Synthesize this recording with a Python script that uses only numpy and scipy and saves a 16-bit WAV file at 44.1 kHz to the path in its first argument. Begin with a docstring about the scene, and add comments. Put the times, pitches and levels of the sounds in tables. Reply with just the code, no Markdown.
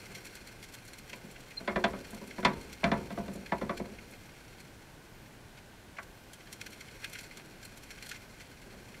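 """A plastic exercise wheel knocks hollowly on its mount as two dwarf hamsters crowd each other and rock it.
Each blow rings the modes of the drum; the axle sticks and chirps once.
Claws patter and scrape on the ribbed track, over the soft rustle and rumble of the turning drum.
Heard close by in a quiet room, with a faint hum and hiss."""
import sys
import numpy as np
from scipy import signal
from scipy.fft import rfft, irfft
from scipy.io import wavfile

SR = 44100
rng = np.random.default_rng(int(sys.argv[2]) if len(sys.argv) > 2 else 0)


def master(y):
    """Save y as 16-bit WAV."""
    cut = np.clip(np.atleast_2d(y).T, -1, 1)
    pcm = np.round(cut * 32767)  # scale
    wavfile.write(sys.argv[1], SR, pcm.astype(np.int16))


N = 396900
TIME_S = np.arange(N) / SR

# Room air and hiss: freq_hz, density_db
ROOM_SPECTRUM = [(12, -37), (20, 0), (63, -4.5), (81, -8.5), (103, -4), (239, -7.5), (353, -9), (394, -11),
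                 (909, -15), (1310, -20.5), (1540, -13), (1680, -18), (5880, -28), (13200, -33.5),
                 (15600, -32.5)]
# How hard the animals run; they nearly stop when one tumbles out: time_s, effort_db
RUN_EFFORT = [(0, -48.5), (.6, -54), (.9, -54.5), (1.65, -54), (1.83, -52), (2.1, -51), (2.45, -51),
              (3.2, -52.5), (3.9, -56), (4.3, -55), (5, -62), (5.8, -66), (6.35, -59), (7.17, -48.5),
              (7.45, -56.5), (8.05, -52.5), (8.6, -57.5), (9, -54.5)]
# Main drum modes: freq_hz, gain_db, t60_s
DRUM_MODES = [(144, -8, 0.6), (191, 0, 0.26), (214, 1, 0.25), (256, -5, 0.25), (365, -7, 0.55),
              (388, -7, 0.25), (536, -6, 0.18), (571, -3, 0.2), (630, -6, 0.18), (684, 2, 0.2),
              (764, -7, 0.16), (853, -5, 0.17), (912, -10, 0.5), (983, 0, 0.18), (1031, -3, 0.16),
              (1133, -4, 0.16), (1279, -7, 0.15), (1386, -7, 0.14), (1502, -6, 0.14), (1599, -4, 0.13),
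              (1744, -4, 0.13), (1957, -1, 0.12), (2021, -6, 0.12), (2160, -3, 0.11), (2365, -4, 0.1),
              (2720, -10, 0.09), (3190, -10, 0.08), (3424, -7, 0.08), (3526, -6, 0.08), (4250, -15, 0.13)]
# Dense weak modes of drum and cage: freq_hz, gain_db, t60_s
SHELL_SPECTRUM = [(120, -24, 0.36), (207, -12, 1), (440, -4, 0.13), (866, -6, 0.25), (1920, -9.5, 0.2),
                  (2800, -14, 0.11), (3900, -25, 0.18), (6170, -21, 0.076), (9250, -24.5, 0.044),
                  (14000, -42, .04)]
# Track resonances under a claw: freq_hz, width_hz, gain_db
TRACK_MODES = [(1547, 280, 6.5), (2116, 166, 7.5), (2410, 245, 2), (3130, 130, -3.5), (4187, 186, 2.5),
               (4840, 73, -31), (5587, 95, 0.5), (7190, 100, -5), (9160, 200, -18)]
# Prominent footfalls, pads dull, claws bright: start_s, contact_s, level_db, tilt_db_per_octave
FOOTFALLS = [(0.149, 0.016, -49.5, -4), (0.265, .02, -54.5, -3), (0.352, .009, -51, 0.5),
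             (0.472, 0.0074, -52, -1.5), (0.627, 0.045, -56, -2.5), (0.738, 0.025, -53, -0.5),
             (0.878, .007, -54.5, 1), (0.933, .004, -50.5, -1), (0.984, 0.0082, -54, 1),
             (1.095, .008, -51.5, -3.5), (1.131, 0.0089, -50.5, -9), (1.359, .011, -65.5, -14.5),
             (1.507, 0.021, -60, -8.5), (2.044, 0.014, -57.5, -5.5), (2.146, 0.0076, -53, 1),
             (2.308, 0.0037, -55.5, -10.5), (2.402, .011, -58, -1), (2.612, .008, -56, -1),
             (2.729, 0.004, -48, -2.5), (3.459, 0.013, -53.5, -7.5), (3.773, 0.011, -49.5, -5),
             (3.986, 0.0087, -63.5, -15), (4.133, .012, -62.5, -10.5), (4.602, 0.013, -56, -2.5),
             (5.571, 0.037, -63.5, -5.5), (5.968, .012, -63.5, -12), (5.983, .012, -62, -14),
             (6.028, .011, -58, -1), (6.333, 0.0071, -52.5, 1.5), (6.527, 0.008, -46.5, 0.5),
             (6.613, 0.0036, -42.5, -4.5), (6.662, 0.011, -49, -4.5), (6.723, 0.03, -56.5, -3),
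             (6.805, .012, -52.5, -4.5), (7.043, 0.0034, -42, -6), (7.132, .007, -48, 1),
             (7.153, 0.0044, -51.5, -10), (7.186, 0.013, -49, -4.5), (7.232, 0.021, -56.5, -2),
             (7.31, .012, -60.5, -11), (7.372, .006, -50, -1), (7.628, .012, -54.5, -3.5),
             (7.65, 0.009, -50, 1), (7.773, .009, -56.5, 3), (7.905, 0.014, -50.5, -4),
             (8.024, 0.011, -49, -4), (8.062, .012, -51.5, -1.5), (8.091, .006, -47.5, 1),
             (8.113, 0.0096, -47, -7.5), (8.143, 0.049, -57.5, -6), (8.399, 0.041, -58.5, -5),
             (8.942, .01, -64, -13)]
# Footfall bands: low_hz, high_hz
STEP_BANDS_HZ = [(1550, 3300), (3300, 7000), (7000, 15000)]
# Drum response to a fully hard blow: freq_hz, gain_db, clack_share
BLOW_RESPONSE = [(210, -0.5, 0), (420, -3, 0.42), (805, 0, 0.88), (1610, 1.5, 1), (3160, 0, 0.75),
                 (7200, -4, 0.4)]
# Knock bands: low_hz, high_hz
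KNOCK_BANDS_HZ = [(145, 300), (300, 600), (600, 1100), (1100, 2400), (2400, 4300), (4300, 12000)]
# Drum hitting its mount: start_s, thump_db, clack_db, hardness_hz, low_mode_hz, high_mode_hz, damping_s
MOUNT_BLOWS = [(0.086, -53, -67, 800, 144, 1540, 0.3), (1.131, -59, -56, 2400, 985, 2100, 0.034),
               (1.241, -53, -69, 700, 214, 1500, 0.14), (1.602, -48.5, -55, 1500, 390, 1500, .25),
               (1.675, -38.5, -36, 2110, 365, 2170, 0.65), (1.758, -33.5, -34, 1700, 365, 1776, .13),
               (1.839, -32, -31.5, 3180, 690, 1570, .1), (1.932, -45, -46, 1405, 390, 1580, 0.2),
               (2.128, -50, -54, 1300, 214, 1550, 0.25), (2.213, -45.5, -55, 700, 965, 2340, 0.11),
               (2.381, -41, -43, 1090, 365, 1930, 0.034), (2.428, -42, -46, 1800, 390, 1470, 0.053),
               (2.448, -31, -28.5, 5100, 980, 2055, .7), (2.831, -47, -36.5, 900, 580, 1650, 0.02),
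               (2.839, -30, -33, 3200, 685, 2376, .4), (2.915, -29.5, -35, 2050, 680, 1736, .55),
               (3.103, -42.5, -50.5, 2010, 675, 1500, .25), (3.174, -36, -41, 945, 685, 1465, 0.12),
               (3.279, -40, -56, 2440, 390, 1533, .25), (3.354, -46, -56, 700, 390, 1525, .25),
               (3.519, -36, -33.5, 1420, 855, 1730, 0.073), (3.612, -37, -42.5, 1280, 365, 1370, 0.49),
               (3.693, -39, -37.5, 1590, 365, 1120, .12), (3.797, -38, -44, 900, 365, 2190, 0.047),
               (3.843, -59, -56, 1500, 390, 2120, .25), (5.983, -71, -46.5, 2000, 1386, 1480, 0.031),
               (7.368, -61, -60, 1490, 365, 1480, .1), (8.661, -59, -69, 700, 390, 1530, .2),
               (8.74, -58, -63, 700, 214, 1530, .2)]


def amp(db):
    """Decibels to gain."""
    return 10 ** (np.asarray(db) / 20)


def unit(x):
    """Scale to unit rms."""
    return x / np.sqrt(np.mean(x ** 2) + 1e-20)


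def lookup(table, hz, column=1):
    """Interpolate a column over log frequency."""
    columns = np.transpose(table)
    return np.interp(np.log(hz + 1), np.log(columns[0] + 1), columns[column])


def place(starts_s, sounds):
    """Mix sounds in at their start times."""
    out = np.zeros(N)
    for start_s, sound in zip(starts_s, sounds):
        part = out[max(round(start_s * SR), 0):][:len(sound)]
        part += sound[:len(part)]
    return out


def band(x, edges_hz, order=3):
    """Causal band-pass."""
    return signal.sosfilt(signal.butter(order, edges_hz, "bandpass", fs=SR, output="sos"), x)


def coloured(x, spectrum):
    """Apply a spectrum; unit rms out."""
    gain = amp(lookup(spectrum, np.fft.rfftfreq(N, 1 / SR)))
    return unit(irfft(rfft(x) * gain, N))


def set_band_levels(sounds, bands_hz, levels_db, window_s, onset_s=0):
    """Set each row's rms per band, taken over a window from its onset."""
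    t = np.arange(sounds.shape[1]) / SR - onset_s
    window = (t >= 0) & (t < np.reshape(window_s, (-1, 1)))
    out = 0
    for edges_hz, db in zip(bands_hz, levels_db):
        part = band(sounds, edges_hz)
        power = (part ** 2 * window).sum(1) / window.sum(1)
        out = out + part * (amp(db) / np.sqrt(power + 1e-20))[:, None]
    return out


def grit(shape, rate_hz, spread_db):
    """Tiny random clicks, a few much larger than the rest."""
    sizes = amp(spread_db * np.minimum(rng.exponential(1, shape), 4))
    return unit(rng.standard_normal(shape) * sizes * (rng.random(shape) < rate_hz / SR))


def room(air_db=-53.5, hum_db=-66, hum_band_hz=(105, 119)):
    """Steady air and hiss with a faint blurred hum."""
    hum = unit(band(rng.standard_normal(N), hum_band_hz, order=1))
    air = coloured(rng.standard_normal(N), ROOM_SPECTRUM)
    return amp(air_db) * air + amp(hum_db) * hum


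def pulsed_hiss(first_s=.07, period_s=1, length_s=.22, gain_db=-74, band_hz=(13000, 14200)):
    """A faint, thin high hiss comes and goes."""
    gate = (TIME_S - first_s) % period_s < length_s
    return amp(gain_db) * gate * unit(band(rng.standard_normal(N), band_hz))


def effort_db(time_s):
    """Running effort at the given times."""
    return np.interp(time_s, *np.transpose(RUN_EFFORT))


def drum_ring(t, boost_db=0, detune=1):
    """Decaying drum modes at random phases."""
    hz, db, t60_s = np.transpose(DRUM_MODES)[:, :, None]
    cycles = hz * detune * t + rng.random(hz.shape)
    return (amp(db + boost_db) * 1000 ** (-t / t60_s) * np.sin(2 * np.pi * cycles)).sum(0)


def track_ring(spread_db, tick_db=-17):
    """Track response to one claw click: bare tick plus short plastic ring."""
    t = np.arange(SR // 20) / SR
    hz, width_hz, db = np.transpose(TRACK_MODES)[:, :, None]
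    gain = amp(db + spread_db * rng.standard_normal(hz.shape)) * 2 * np.pi * width_hz / SR
    ring = (gain * np.exp(-np.pi * width_hz * t) * np.cos(2 * np.pi * hz * t)).sum(0)
    ring[:2] += amp(tick_db) / 2  # slightly blunt claw tip
    return ring


def rocking(kick_db=-45, ref_thump_db=-35, db_per_thump_db=.5, decay_s=.15):
    """Rocking envelope: each knock adds energy, which dies away."""
    start_s, thump_db = np.transpose(MOUNT_BLOWS)[:2]
    kicks = amp(kick_db + db_per_thump_db * (thump_db - ref_thump_db))
    energy_in = place(start_s, kicks[:, None] ** 2)
    return np.sqrt(signal.lfilter([1], [1, -np.exp(-2 / (decay_s * SR))], energy_in))


def rolling(rustle_db=-5, rumble_db=-12, murmur_db=-2.5, flutter_hz=(6, 28)):
    """Countless light touches rustle on the track and stir the low drum modes; rocking adds rumble."""
    running = amp(effort_db(TIME_S))
    flutter = amp(2 * unit(band(rng.standard_normal(N), flutter_hz, order=2)))
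    touches = grit(N, rate_hz=9000, spread_db=1.8) * flutter
    track = signal.oaconvolve(touches, track_ring(spread_db=0))[:N]
    rustle = unit(band(track, (1250, 15000), order=2))
    treads = rng.standard_normal(N) * flutter
    murmur = unit(signal.oaconvolve(treads, drum_ring(np.arange(SR // 2) / SR))[:N])
    body = coloured(treads, SHELL_SPECTRUM) + amp(murmur_db) * murmur
    rumble = unit(band(body, (120, 520), order=2))
    return rustle * running * amp(rustle_db) + rumble * np.hypot(running * amp(rumble_db), rocking())


def axle_chirp(start_s=1.568, pitch_hz=4230, sag_hz_per_s=5500, level_db=-33.5,
               swell_s=.014, stop_s=.0046, echo_s=.011, echo_db=-13):
    """The axle sticks: a pure squeak swells, sags, breaks off and echoes from a wall."""
    t = np.arange(0, swell_s + stop_s, 1 / SR)
    envelope = amp(level_db) * np.interp(t, [0, swell_s, t[-1]], [0, 1, 0])
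    cycles = np.cumsum(pitch_hz - sag_hz_per_s * t) / SR
    squeak = np.sqrt(2) * envelope * np.sin(2 * np.pi * cycles)
    return place([start_s, start_s + echo_s], [squeak, amp(echo_db) * squeak])


def trot_rows(rate_hz=9, jitter_steps=.3, contact_s=.0077, offset_db=-7.5, spread_db=3):
    """Light, uneven footfalls that follow the effort; columns as in FOOTFALLS."""
    count = int(rate_hz * N / SR)
    lateness, strength, brightness = rng.standard_normal((count, 3)).T
    start_s = (np.arange(count) + .5 + jitter_steps * lateness) / rate_hz
    level_db = effort_db(start_s) + offset_db + spread_db * strength
    tilt_db_per_octave = -2 + 4 * brightness
    return np.transpose([start_s, np.full(count, contact_s), level_db, tilt_db_per_octave])


def paw_steps(rows, lead_s=.03, landing_db=-10, landing_s=.011, release_s=.006,
              slide_db=-18, slide_s=.035, pivot_hz=5020, arch_db=2):
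    """Each paw brushes down, drags its claws over the ribs and slides off; the clicks ring the track."""
    start_s, contact_s, level_db, tilt_db_per_octave = np.transpose(rows)
    t = np.arange(SR // 8) / SR - lead_s
    lifted_s = np.maximum(t - .5 * contact_s[:, None], 0)
    grip = np.exp(-lifted_s / release_s) + amp(slide_db) * np.exp(-lifted_s / slide_s)
    pressure = np.where(t < 0, amp(landing_db) * np.exp(-abs(t) / landing_s), grip)
    claws = pressure * grit(pressure.shape, rate_hz=11000, spread_db=1.9)
    spot_rings = np.array([track_ring(spread_db=4) for _ in start_s])
    scrapes = signal.fftconvolve(claws, spot_rings, axes=1)
    octaves = np.log2(np.sqrt(np.prod(STEP_BANDS_HZ, axis=1)) / pivot_hz)[:, None]
    levels_db = level_db + tilt_db_per_octave * octaves + arch_db * (.5 - octaves ** 2)
    return place(start_s - lead_s, set_band_levels(scrapes, STEP_BANDS_HZ, levels_db, contact_s, lead_s))


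def shell_ring(shape, tail_db=-28, tail_stretch=6.4):
    """Dense weak modes: treble dies fast, bass lingers, the cage adds a faint longer tail."""
    hz, t, spectra = signal.stft(rng.standard_normal(shape), SR, nperseg=256)
    fall_db = -60 * t / lookup(SHELL_SPECTRUM, hz, column=2)[:, None]
    decay = amp(fall_db) + amp(tail_db + fall_db / tail_stretch)
    spectra *= amp(lookup(SHELL_SPECTRUM, hz))[:, None] * decay
    return signal.istft(spectra, SR, nperseg=256)[1][:, :shape[1]]


def mode_boost_db(low_hz, high_hz, low_db=7.5, high_db=6, spread_db=2):
    """A blow favours the two modes that move where it lands."""
    hz = np.transpose(DRUM_MODES)[0][:, None]
    boost_db = spread_db * rng.standard_normal(hz.shape)
    boost_db[np.argmin(abs(hz - low_hz))] += low_db
    boost_db[np.argmin(abs(hz - high_hz))] += high_db
    return boost_db


def blow_levels_db(thump_db, clack_db, hardness_hz, low_mode_hz, mode_band_db=3.5):
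    """Weight drives the bass, clack the rest; soft contact cuts the treble by 12 dB per octave."""
    low_hz, high_hz = np.transpose(KNOCK_BANDS_HZ)[:, :, None]
    centre_hz = np.sqrt(low_hz * high_hz)
    clack_share = lookup(BLOW_RESPONSE, centre_hz, column=2)
    drive_db = (1 - clack_share) * thump_db + clack_share * clack_db
    lift_db = mode_band_db * ((low_hz <= low_mode_hz) & (low_mode_hz < high_hz))
    softness_db = 10 * np.log10(1 + (centre_hz / hardness_hz) ** 4)
    return drive_db + lookup(BLOW_RESPONSE, centre_hz) + lift_db - softness_db


def drum_knocks(rise_s=.0011, crack_db=16, crack_s=.0064, tok_db=15, tok_s=.0051,
                shell_db=-6, sway_db=-14, sway_s=.17):
    """The drum hits its mount: a crack, a pitched tok at the spot, a hollow ring; the cage sways."""
    start_s, thump_db, clack_db, hardness_hz, low_hz, high_hz, damping_s = np.transpose(MOUNT_BLOWS)
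    t = np.arange(round(.45 * SR)) / SR
    shape = (len(start_s), len(t))
    shell = amp(shell_db) * unit(shell_ring(shape))
    detunes = 1 + .007 * rng.standard_normal((len(start_s), len(DRUM_MODES), 1))  # the animals' weight
    modes = unit(np.array([drum_ring(t, mode_boost_db(low, high), detune)
                           for low, high, detune in zip(low_hz, high_hz, detunes)]))
    crack = amp(crack_db) * band(rng.standard_normal(shape), (2400, 6000)) * np.exp(-t / crack_s)
    tok = amp(tok_db) * np.sin(2 * np.pi * high_hz[:, None] * t) * np.exp(-t / tok_s)
    envelope = (1 - np.exp(-(t / rise_s) ** 2)) * np.exp(-t / damping_s[:, None])
    blows = (crack + tok + modes + shell) * envelope
    levels_db = blow_levels_db(thump_db, clack_db, hardness_hz, low_hz)
    knocks = set_band_levels(blows, KNOCK_BANDS_HZ, levels_db, window_s=.035)
    sway = unit(band(rng.standard_normal(shape), (44, 72), order=1)) * np.exp(-t / sway_s)
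    return place(start_s, knocks + amp(thump_db + sway_db)[:, None] * sway)


def scene():
    """Wheel and room, mono."""
    wheel = drum_knocks() + paw_steps(FOOTFALLS) + paw_steps(trot_rows()) + rolling() + axle_chirp()
    return (wheel + room() + pulsed_hiss())[None]


def record(dry):
    """Microphone treble roll-off, then a steep band limit."""
    rolloff_hz, limit_hz = 14500, 15750
    soft = signal.sosfilt(signal.butter(3, rolloff_hz, fs=SR, output="sos"), dry)
    return signal.oaconvolve(soft, signal.firwin(511, limit_hz, window=("kaiser", 9), fs=SR)[None], "same")


dry = scene()
out = record(dry)
master(out)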